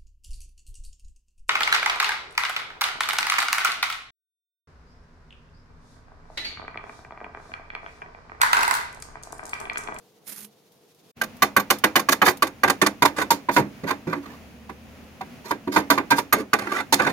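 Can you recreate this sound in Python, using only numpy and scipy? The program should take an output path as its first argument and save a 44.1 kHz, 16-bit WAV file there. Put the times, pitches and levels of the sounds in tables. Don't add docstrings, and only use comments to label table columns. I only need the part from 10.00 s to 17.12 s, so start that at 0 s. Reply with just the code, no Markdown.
import sys
import numpy as np
from scipy import signal
from scipy.fft import rfft, irfft, next_fast_len
from scipy.io import wavfile
from scipy.ndimage import uniform_filter1d, minimum_filter1d, map_coordinates

SR = 44100
rng = np.random.default_rng(int(sys.argv[2]) if len(sys.argv) > 2 else 0)


def write(x):
    x = np.atleast_2d(x).T
    wavfile.write(sys.argv[1], SR, np.round(np.clip(x, -1, 1) * 32767).astype(np.int16))


N = 313992
TIME = np.arange(N) / SR


def amp(db):
    return 10 ** (np.asarray(db) / 20)


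def unit(x):
    return x / np.sqrt(np.mean(x ** 2) + 1e-20)


def along(points, hz):
    f, v = np.transpose(points)
    return np.interp(np.log(hz + 1), np.log(f + 1), v)


def curve(rows, t=TIME):
    return np.interp(t, *np.transpose(rows))


def wobble(rate):
    knots = rng.standard_normal(int(N * rate / SR) + 4)
    return map_coordinates(knots, [TIME * rate])


def held(on, off, rise, fall):
    return -rise * np.maximum(on - TIME, 0) - fall * np.maximum(TIME - off, 0)


def filtered(x, response):
    n = x.shape[-1]
    m = next_fast_len(n + 2048)
    return irfft(rfft(x, m) * response(np.fft.rfftfreq(m, 1 / SR)), m)[..., :n]


# freq_hz, correlation (0-1)
ALIKE = [(100, 0.86), (600, 0.69), (1500, 0.25), (5000, 0.11), (12000, 0.53)]


def noise(colour, size=N):
    def mid_side(hz):
        turn = np.arccos(np.clip(along(ALIKE, hz), -1, 1)) / 2
        return colour(hz) * np.array([np.cos(turn), np.sin(turn)])

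    mid, side = filtered(rng.standard_normal((2, size)), mid_side)
    return unit(np.array([mid + side, mid - side]))


def rush(spectrum):
    return noise(lambda hz: amp(along(spectrum, hz)))


def grains(rate, spread_db, size=N):
    hits = rng.random(size) < rate / SR
    sign = rng.choice([-1, 1], size)
    return hits * sign * amp(spread_db * np.minimum(rng.exponential(size=size), 4))


def add(track, s, sound):
    part = track[:, round(s * SR):][:, :sound.shape[1]]
    part += sound[:, :part.shape[1]]


# time_s, level_db
SIZZLE = [(0, -64.5), (0.5, -67), (0.58, -64.5), (1.02, -64.5), (1.07, -59), (1.11, -60)]
# (per Hz, relative)
SIZZLE_COLOUR = [(600, -25), (1300, 0), (3600, 7.5), (6500, 4.5), (11500, -5), (13700, -5), (16000, -5)]


def sizzle():
    ticks = unit(filtered(grains(rate=60, spread_db=0), lambda hz: amp(along(SIZZLE_COLOUR, hz))))
    level_db = curve(SIZZLE) + 1.8 * wobble(48.9)
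    return amp(level_db) * (rush(SIZZLE_COLOUR) + 0.16 * ticks)


# (per Hz, relative)
CALM = [(30, -32), (70, -28), (135, -5), (210, -8), (380, -9), (455, -0.5), (560, -14.5), (680, -11),
        (1240, -20.5), (3000, -32), (16000, -56)]


def calm_air():
    return amp(-58 + 1.4 * wobble(9.4)) * rush(CALM)


# time_s, level_db
FLAKES = [(0.119, -66), (0.719, -55.5), (0.753, -62.5), (0.946, -56.5), (1.367, -48), (1.785, -35),
          (2.371, -37)]


def flakes():
    out, t = np.zeros((2, N)), np.arange(SR // 16) / SR
    colour = [(1200, -20), (3600, 7), (8000, 3), (14000, 0)]
    for s, db in FLAKES:
        snap = noise(lambda hz: amp(along(colour, hz)), size=len(t))
        add(out, s, amp(db - 60 * t / 0.053) * np.minimum(t / 0.0011, 1) * snap)
    return out


ARC_ON_S, ARC_OFF_S, ARC_DB = 0.2784, 0.447, -45
ARC_RISE_DB_PER_S, ARC_FALL_DB_PER_S = 1200, 650
FLARE_DB, FLARE_S = 9.5, 0.016
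SPIT_S = .004
# time_s, level_db (over the burn)
SPITS = [(.325, 7), (.383, 6)]


def arc_level():
    flare = FLARE_DB * np.exp(-np.maximum(TIME - ARC_ON_S, 0) / FLARE_S)
    spits = sum(db * np.exp(-((TIME - s) / SPIT_S) ** 2) for s, db in SPITS)
    return ARC_DB + held(ARC_ON_S, ARC_OFF_S, ARC_RISE_DB_PER_S, ARC_FALL_DB_PER_S) + flare + spits


# (per Hz, relative)
ARC_COLOUR = [(59, -52), (100, -20), (174, -2), (424, -11.5), (452, -20), (513, -13), (634, -17),
              (1030, -12), (2170, -9.5), (3540, -11.5), (10900, -6.5), (14400, -12), (16000, -30)]


def arc():
    pops = unit(filtered(grains(rate=1500, spread_db=3), lambda hz: amp(along(ARC_COLOUR, hz))))
    sputter_db = 2.3 * wobble(450) + 2 * wobble(140)
    burn = amp(arc_level() + sputter_db) * unit(rush(ARC_COLOUR) + 0.35 * pops)
    return burn * amp([[-3.5], [4]])


HUM_HZ, HUM_DB, HUM_SWELL_DB_PER_S, HUM_FALL_DB_PER_S = 210, -49, 114, 260


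def sheet_hum():
    hum_db = HUM_DB + held(ARC_OFF_S, ARC_OFF_S, HUM_SWELL_DB_PER_S, HUM_FALL_DB_PER_S)
    return amp(hum_db + wobble(32)) * np.sqrt(2) * np.sin(2 * np.pi * HUM_HZ * TIME)


PAUSE_S = 1.117


def welding():
    fade_out = np.clip((PAUSE_S - TIME) / 0.0056, 0, 1)
    return (arc() + sheet_hum() + sizzle() + calm_air()) * fade_out


RESUME_S, YARD_DB = 1.17, -45
MOTOR_IDLE_DB, MOTOR_LOAD_DB = -21, -1.5
LOAD_ON_S, LOAD_OFF_S, MOTOR_DB_PER_S = 4.4, 5.13, 63
# (per Hz, relative)
YARD = [(15, -49), (25, -20), (66, -9.5), (185, -5.5), (236, 0), (317, -13.5), (695, -14), (936, -19),
        (1700, -20.5), (2550, -19.5), (3720, -28), (6740, -31), (7710, -37), (14000, -43.5), (16000, -35)]
# mean_pitch_hz, level_db (before the idle/load gain)
MOTOR = [(75.4, -51.5), (226.1, -56), (511.4, -62), (780.6, -85), (1055, -77)]


def motor():
    shaft = np.cumsum(1 + 0.055 * wobble(17)) / SR
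    drone = 0
    for hz, db in MOTOR:
        drone = drone + amp(db + 1.3 * wobble(3)) * np.sqrt(2) * np.sin(2 * np.pi * hz * shaft)
    load_db = MOTOR_LOAD_DB + held(LOAD_ON_S, LOAD_OFF_S, MOTOR_DB_PER_S, MOTOR_DB_PER_S)
    return amp(np.maximum(MOTOR_IDLE_DB, load_db)) * drone


def yard():
    opening = amp(held(RESUME_S, N / SR, rise=1900, fall=0))
    air = amp(YARD_DB + 1.44 * wobble(6)) * rush(YARD)
    return opening * (air + motor())


RIM_LEAN_DB, RIM_LEAD_S = -2, .00011
# time_s, place (0 weld, 1 rim)
PLACE = [(2.0, 0.041), (2.9, 0.38), (3.03, 0.84), (3.18, .25), (3.31, 0.81), (4.1, 0.67), (5.7, 0.85),
         (6.2, 0.79), (6.3, 0.26), (7.1, 0.55)]


def placed(sound, s):
    side = curve(PLACE, s) * np.array([[.5], [-.5]])
    return filtered(sound, lambda hz: amp(side * RIM_LEAN_DB) * np.exp(2j * np.pi * hz * side * RIM_LEAD_S))


# centre_hz, clash_db, clash_t60_s, ring_db (relative to the clash), ring_t60_s
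CROWD = [(123, -23, 0.033, 6.5, 0.14), (341, -13, 0.075, -4, 0.24), (725, -8.5, 0.09, -8.5, 0.23),
         (1460, -4.5, 0.049, -12, 0.2), (2970, -9, 0.032, -6.5, 0.14), (5380, -3, 0.012, -12.5, 0.16),
         (7800, -8, 0.03, -11.5, 0.14), (11800, -7.5, 0.012, -9, 0.12)]


def crowd_bands(ripple_db):
    centres = [row[0] for row in CROWD]
    bunching = rng.standard_normal(SR // 64)

    def ripple(hz):
        bumps = map_coordinates(bunching, [hz / 110], mode="mirror")
        return amp(ripple_db * np.minimum(hz / 2500, 1) * bumps)

    def band(centre):
        share = [(c, c == centre) for c in centres]
        bass_cut = lambda hz: (hz ** 2 / (hz ** 2 + 75 ** 2)) ** 2
        return noise(lambda hz: np.sqrt(along(share, hz)) * ripple(hz) * bass_cut(hz), size=2 * SR)

    return np.array([band(centre) for centre in centres])


# nominal_pitch_hz, weld_db, rim_db (struck there; mean, relative), t60_s
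PANEL = [(205.4, -18, -20, 0.26), (279.6, -17, -17.5, 0.27), (309.3, -18.5, -16.5, 0.2),
         (362.4, -15.5, -16.5, 0.15), (460, -14.5, -17.5, 0.06), (513.4, -20.5, -28.5, 0.2),
         (633.3, -13.5, -8, 0.052), (781, -7, -24, 0.08), (849, -16.5, -23, 0.11),
         (946.4, -28.5, 8.5, 0.084), (986, -22, 9.5, 0.051), (1070, 2.5, -21, 0.032),
         (1160, -0.5, 0.5, 0.047), (1490, -1.5, -2, 0.043), (1582, -11, -11, 0.11), (1663, 1, -20, 0.04),
         (1960, -5.5, -13, 0.063), (2285, 0.5, -51, 0.029), (2490, -10, -31, 0.061), (2903, -1, -15, 0.024),
         (3035, -1, -55, 0.042), (4200, -14, -4, 0.058), (4634, -1, 4, 0.018), (5070, -39, -16, 0.059),
         (5970, -4, -27, 0.038), (6510, -7.5, -11.5, 0.059), (9800, -36, -35, 0.061),
         (13400, -9.5, -20, 0.056), (12500, -23, -23, 0.044)]


def panel(bands, s, thud_db, treble_db, crush, own_modes, modes_db):
    t = np.arange(SR // 3, dtype=np.float32) / SR
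    rim = float(np.clip(curve(PLACE, s), 0, 1))
    tilt = lambda hz: amp(along([(300, thud_db), (800, 0), (1800, 0), (6000, treble_db)], hz))
    fade = lambda age, t60: np.exp(age * float(-np.log(1000) / t60))
    contact_s = .0022 + .0015 * rim + .00025 * max(-treble_db - 5, 0)
    swell = lambda hz: 1 - np.exp(-(t / float(contact_s + 0.59 / hz)) ** 1.18)
    out = np.zeros((2, len(t)))
    for band, (hz, db, clash_t60, ring_db, ring_t60) in zip(bands, CROWD):
        clash = fade(np.maximum(t - crush, 0), clash_t60)
        life = np.hypot(clash, amp(ring_db) * fade(t, ring_t60))
        start = rng.integers(SR)
        out += amp(db) * tilt(hz) * swell(hz) * life * band[:, start:start + len(t)]
    ring = np.zeros_like(t)
    modes = [(hz, weld + rim * (edge - weld), t60) for hz, weld, edge, t60 in PANEL]
    for hz, db, t60 in modes + own_modes:
        size, detune, phase = rng.standard_normal(3).tolist()
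        pitch_hz = float(hz + detune * min(.011 * hz, 38))
        wave = np.sin(2 * np.pi * (pitch_hz * t + phase))
        ring += float(amp(db + modes_db + 4.1 * size) * tilt(hz)) * fade(t, t60) * swell(hz) * wave
    out += ring
    return out / np.sqrt(np.mean(out[:, :SR // 64] ** 2))


THUD_DB, RIM_THUD_DB, LIGHT_THUD_DB_PER_DB, FULL_BLOW_DB = -3.5, 6, 0.22, -9
SPOT_DB, SPOT_T60_S = 5, 0.053
FLEX_HZ, FLEX_SCATTER, FLEX_DB, FLEX_T60_S = 385, 0.1005, -16.5, .15


def contact(bands, s, db, treble_db, spot_hz, crush):
    thud_db = THUD_DB + RIM_THUD_DB * curve(PLACE, s) + LIGHT_THUD_DB_PER_DB * (FULL_BLOW_DB - db)
    flex_hz = FLEX_HZ * np.exp(FLEX_SCATTER * rng.standard_normal())
    own_modes = [(spot_hz, SPOT_DB, SPOT_T60_S), (flex_hz, FLEX_DB, FLEX_T60_S)]
    answer = panel(bands, s, thud_db, treble_db, crush, own_modes, modes_db=1.66)
    return amp(db) * placed(answer, s)


CRUSH_S, REBOUND_CRUSH_S = 0.0086, .011
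REBOUND_TREBLE_DB = 3.5
PUSH_DB, PUSH_THUD_DB, PUSH_TREBLE_DB = -5, 21, -16
# [(delay_s, drop_db)]
STROKES = [(1.214, -18, -6, 1575, [(.02, 11.5)]), (1.422, -6, -5, 1160, []),
           (1.565, -6.5, -9, 1131, [(.031, 15.5)]), (1.703, -8, 1, 1072, []), (1.839, -8.5, -8, 1153, []),
           (1.957, -5, -3.5, 1070, [(.036, 17)]), (2.088, -10, -5.5, 1130, [(.034, 4)]),
           (2.217, -8, -16.5, 1248, [(.043, 6.5), (.059, 3.5)]), (2.423, -9, -6, 1130, [(.045, 23)]),
           (2.634, -8.5, -14.5, 1563, [(.042, 10.5)]), (2.698, -14, -4.5, 1182, []),
           (2.816, -8, -6, 1760, [(.046, 6.5)]), (3.022, -8.5, -8, 997, [(.028, -0.5), (.053, 23)]),
           (3.183, -20.5, -16.5, 1525, [(.03, -0.5)]), (3.306, -5, 3, 910, []),
           (3.487, -15, -22.5, 967, []), (3.564, -7, -13.5, 983, []), (3.906, -18, -11, 1018, []),
           (4.127, -21.5, -20, 1030, []), (4.257, -39, -12, 1160, []), (4.693, -33, -16, 781, []),
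           (5.209, -27.5, -15, 764, []), (5.509, -18, -10, 980, []), (5.761, -7.5, -14, 902, []),
           (5.902, -5, -4, 1497, []), (5.977, -16.5, -17.5, 1060, []), (6.105, -17, -1.5, 1550, []),
           (6.115, -8, -10, 926, [(.066, 8)]), (6.326, -7, -9, 1230, []),
           (6.532, -10.5, -9.5, 1230, [(.054, 16.5)]), (6.668, -26.5, -19, 1380, []),
           (6.717, -20, -13, 1163, []), (6.925, -9, 1, 908, [(.009, 5)]),
           (6.996, -15, -22.5, 1490, [(.068, 2)])]
# time_s, level_db, pitch_hz
BOOMS = [(3.588, -16.5, 138), (3.834, -23.5, 167), (4.068, -19.5, 162), (5.672, -19, 283)]


def knocks(bands):
    out = np.zeros((2, N))
    for s, db, treble_db, spot_hz, rebounds in STROKES:
        add(out, s - .001, contact(bands, s, db, treble_db, spot_hz, CRUSH_S))
        for later, drop_db in rebounds:
            bright_db = treble_db + REBOUND_TREBLE_DB
            add(out, s + later, contact(bands, s, db - drop_db, bright_db, spot_hz, REBOUND_CRUSH_S))
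    for s, db, hz in BOOMS:
        push = panel(bands, s, PUSH_THUD_DB, PUSH_TREBLE_DB, CRUSH_S, [], modes_db=1.0)
        add(out, s, amp(db + PUSH_DB) * placed(push, s))
    return out


def struck(s, db, modes, rise):
    out, t = np.zeros((2, N)), np.arange(SR // 3) / SR
    ring = 0
    for hz, level_db, t60 in modes:
        ring = ring + amp(level_db - 60 * t / t60) * np.sin(2 * np.pi * (hz * t + rng.random()))
    add(out, s, amp(db) * (1 - np.exp(-t / rise)) * ring[None])
    return out


# pitch_hz, level_db (relative), t60_s
BLADE = [(6660, -12, .07), (8900, -7, .045), (11160, -12, .045), (12800, 0, .035), (14250, -9, .035)]
# time_s, level_db
ZINGS = [(1.566, -15), (2.635, -25), (5.903, -16), (6.328, -6)]


def blade_zings():
    return sum(struck(s, db, BLADE, rise=0.0011) for s, db in ZINGS)


# start_s, end_s, level_db, thud_db, treble_db
SCRAPES = [(2.101, 2.134, -25, -2, 7), (2.232, 2.318, -24, 1, 2.5), (3.155, 3.231, -25, 4, -6.5),
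           (3.503, 3.607, -34.5, -4, 11), (3.859, 3.912, -26, -5, -12), (4.059, 4.194, -33, 12.5, -11.5),
           (4.198, 4.39, -47, 7, -8.5), (5.436, 5.513, -37.5, 5, -2), (5.709, 5.807, -27, 4.5, -1),
           (5.907, 5.984, -36, 4, -5), (6.15, 6.2, -30, -24, 3), (6.356, 6.425, -24.5, 13.5, -8.5),
           (6.562, 6.76, -34, 1, -12.5), (6.719, 6.819, -25.5, -3, -11.5), (6.961, 7.12, -24, 5, -10.5)]


def scrapes(bands):
    out = np.zeros((2, N))
    step = SR // 25
    for start, end, db, thud_db, treble_db in SCRAPES:
        size = max(round((end - start) * SR), step // 2)
        clumps = amp(3 * map_coordinates(rng.standard_normal(size // 200 + 4), [np.arange(size) / 200]))
        slips = grains(rate=900, spread_db=3.0, size=size) * clumps * signal.windows.tukey(size, .4)
        slips *= np.sqrt(2 * size / (np.sum(slips ** 2) + 1e-20))
        for i in range(0, size, step):
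            own_modes = [(rng.uniform(948, 2220), 2, .05), (rng.uniform(280, 446), -8, .12)]
            answer = panel(bands, start, thud_db, treble_db, 0.0072, own_modes, modes_db=0)
            kernel = placed(answer, start) / np.linalg.norm(answer)
            drag = signal.fftconvolve(slips[None, i:i + step], kernel, axes=1)
            add(out, start + i / SR, amp(db) * drag)
    return out


# freq_hz, left_minus_right_db
LEAN = [(60, -5), (110, 4), (200, 0), (380, -3), (700, 1), (1290, -5.0), (2380, -6.5), (4400, -5),
        (8120, -2.5), (15000, 2.5)]
# freq_hz, left_minus_right_rad
STEREO_PHASE = [(100, 0.043), (600, 0.23), (1100, 0.025), (1900, 1.48), (4000, 1.13), (8000, -2.36),
                (14000, -0.54)]


def chisel():
    bands = crowd_bands(ripple_db=3.0)
    side = np.array([[.5], [-.5]])
    width = lambda hz: amp(side * along(LEAN, hz)) * np.exp(1j * side * along(STEREO_PHASE, hz))
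    return filtered(knocks(bands) + scrapes(bands), width)


def sheet_booms():
    return sum(struck(s, db, [(hz, 0, .2)], rise=0.0061) for s, db, hz in BOOMS)


def scene():
    return welding() + flakes() + yard() + chisel() + blade_zings() + sheet_booms()


def limiter(x, ceiling_db, size):
    needed = np.minimum(1, amp(ceiling_db) / (np.abs(x).max(0) + 1e-9))
    return x * uniform_filter1d(minimum_filter1d(needed, size), size)


TOP_HZ = 15900
# freq_hz, gain_db
MICROPHONE = [(6900, -1.5), (8100, -5), (9000, 1), (14300, 4.5), (15900, -2.5)]


def record(dry):
    limited = limiter(dry, ceiling_db=-.2, size=120)
    return filtered(limited, lambda hz: amp(along(MICROPHONE, hz)) * (hz < TOP_HZ))


dry = scene()
out = record(dry)
write(out)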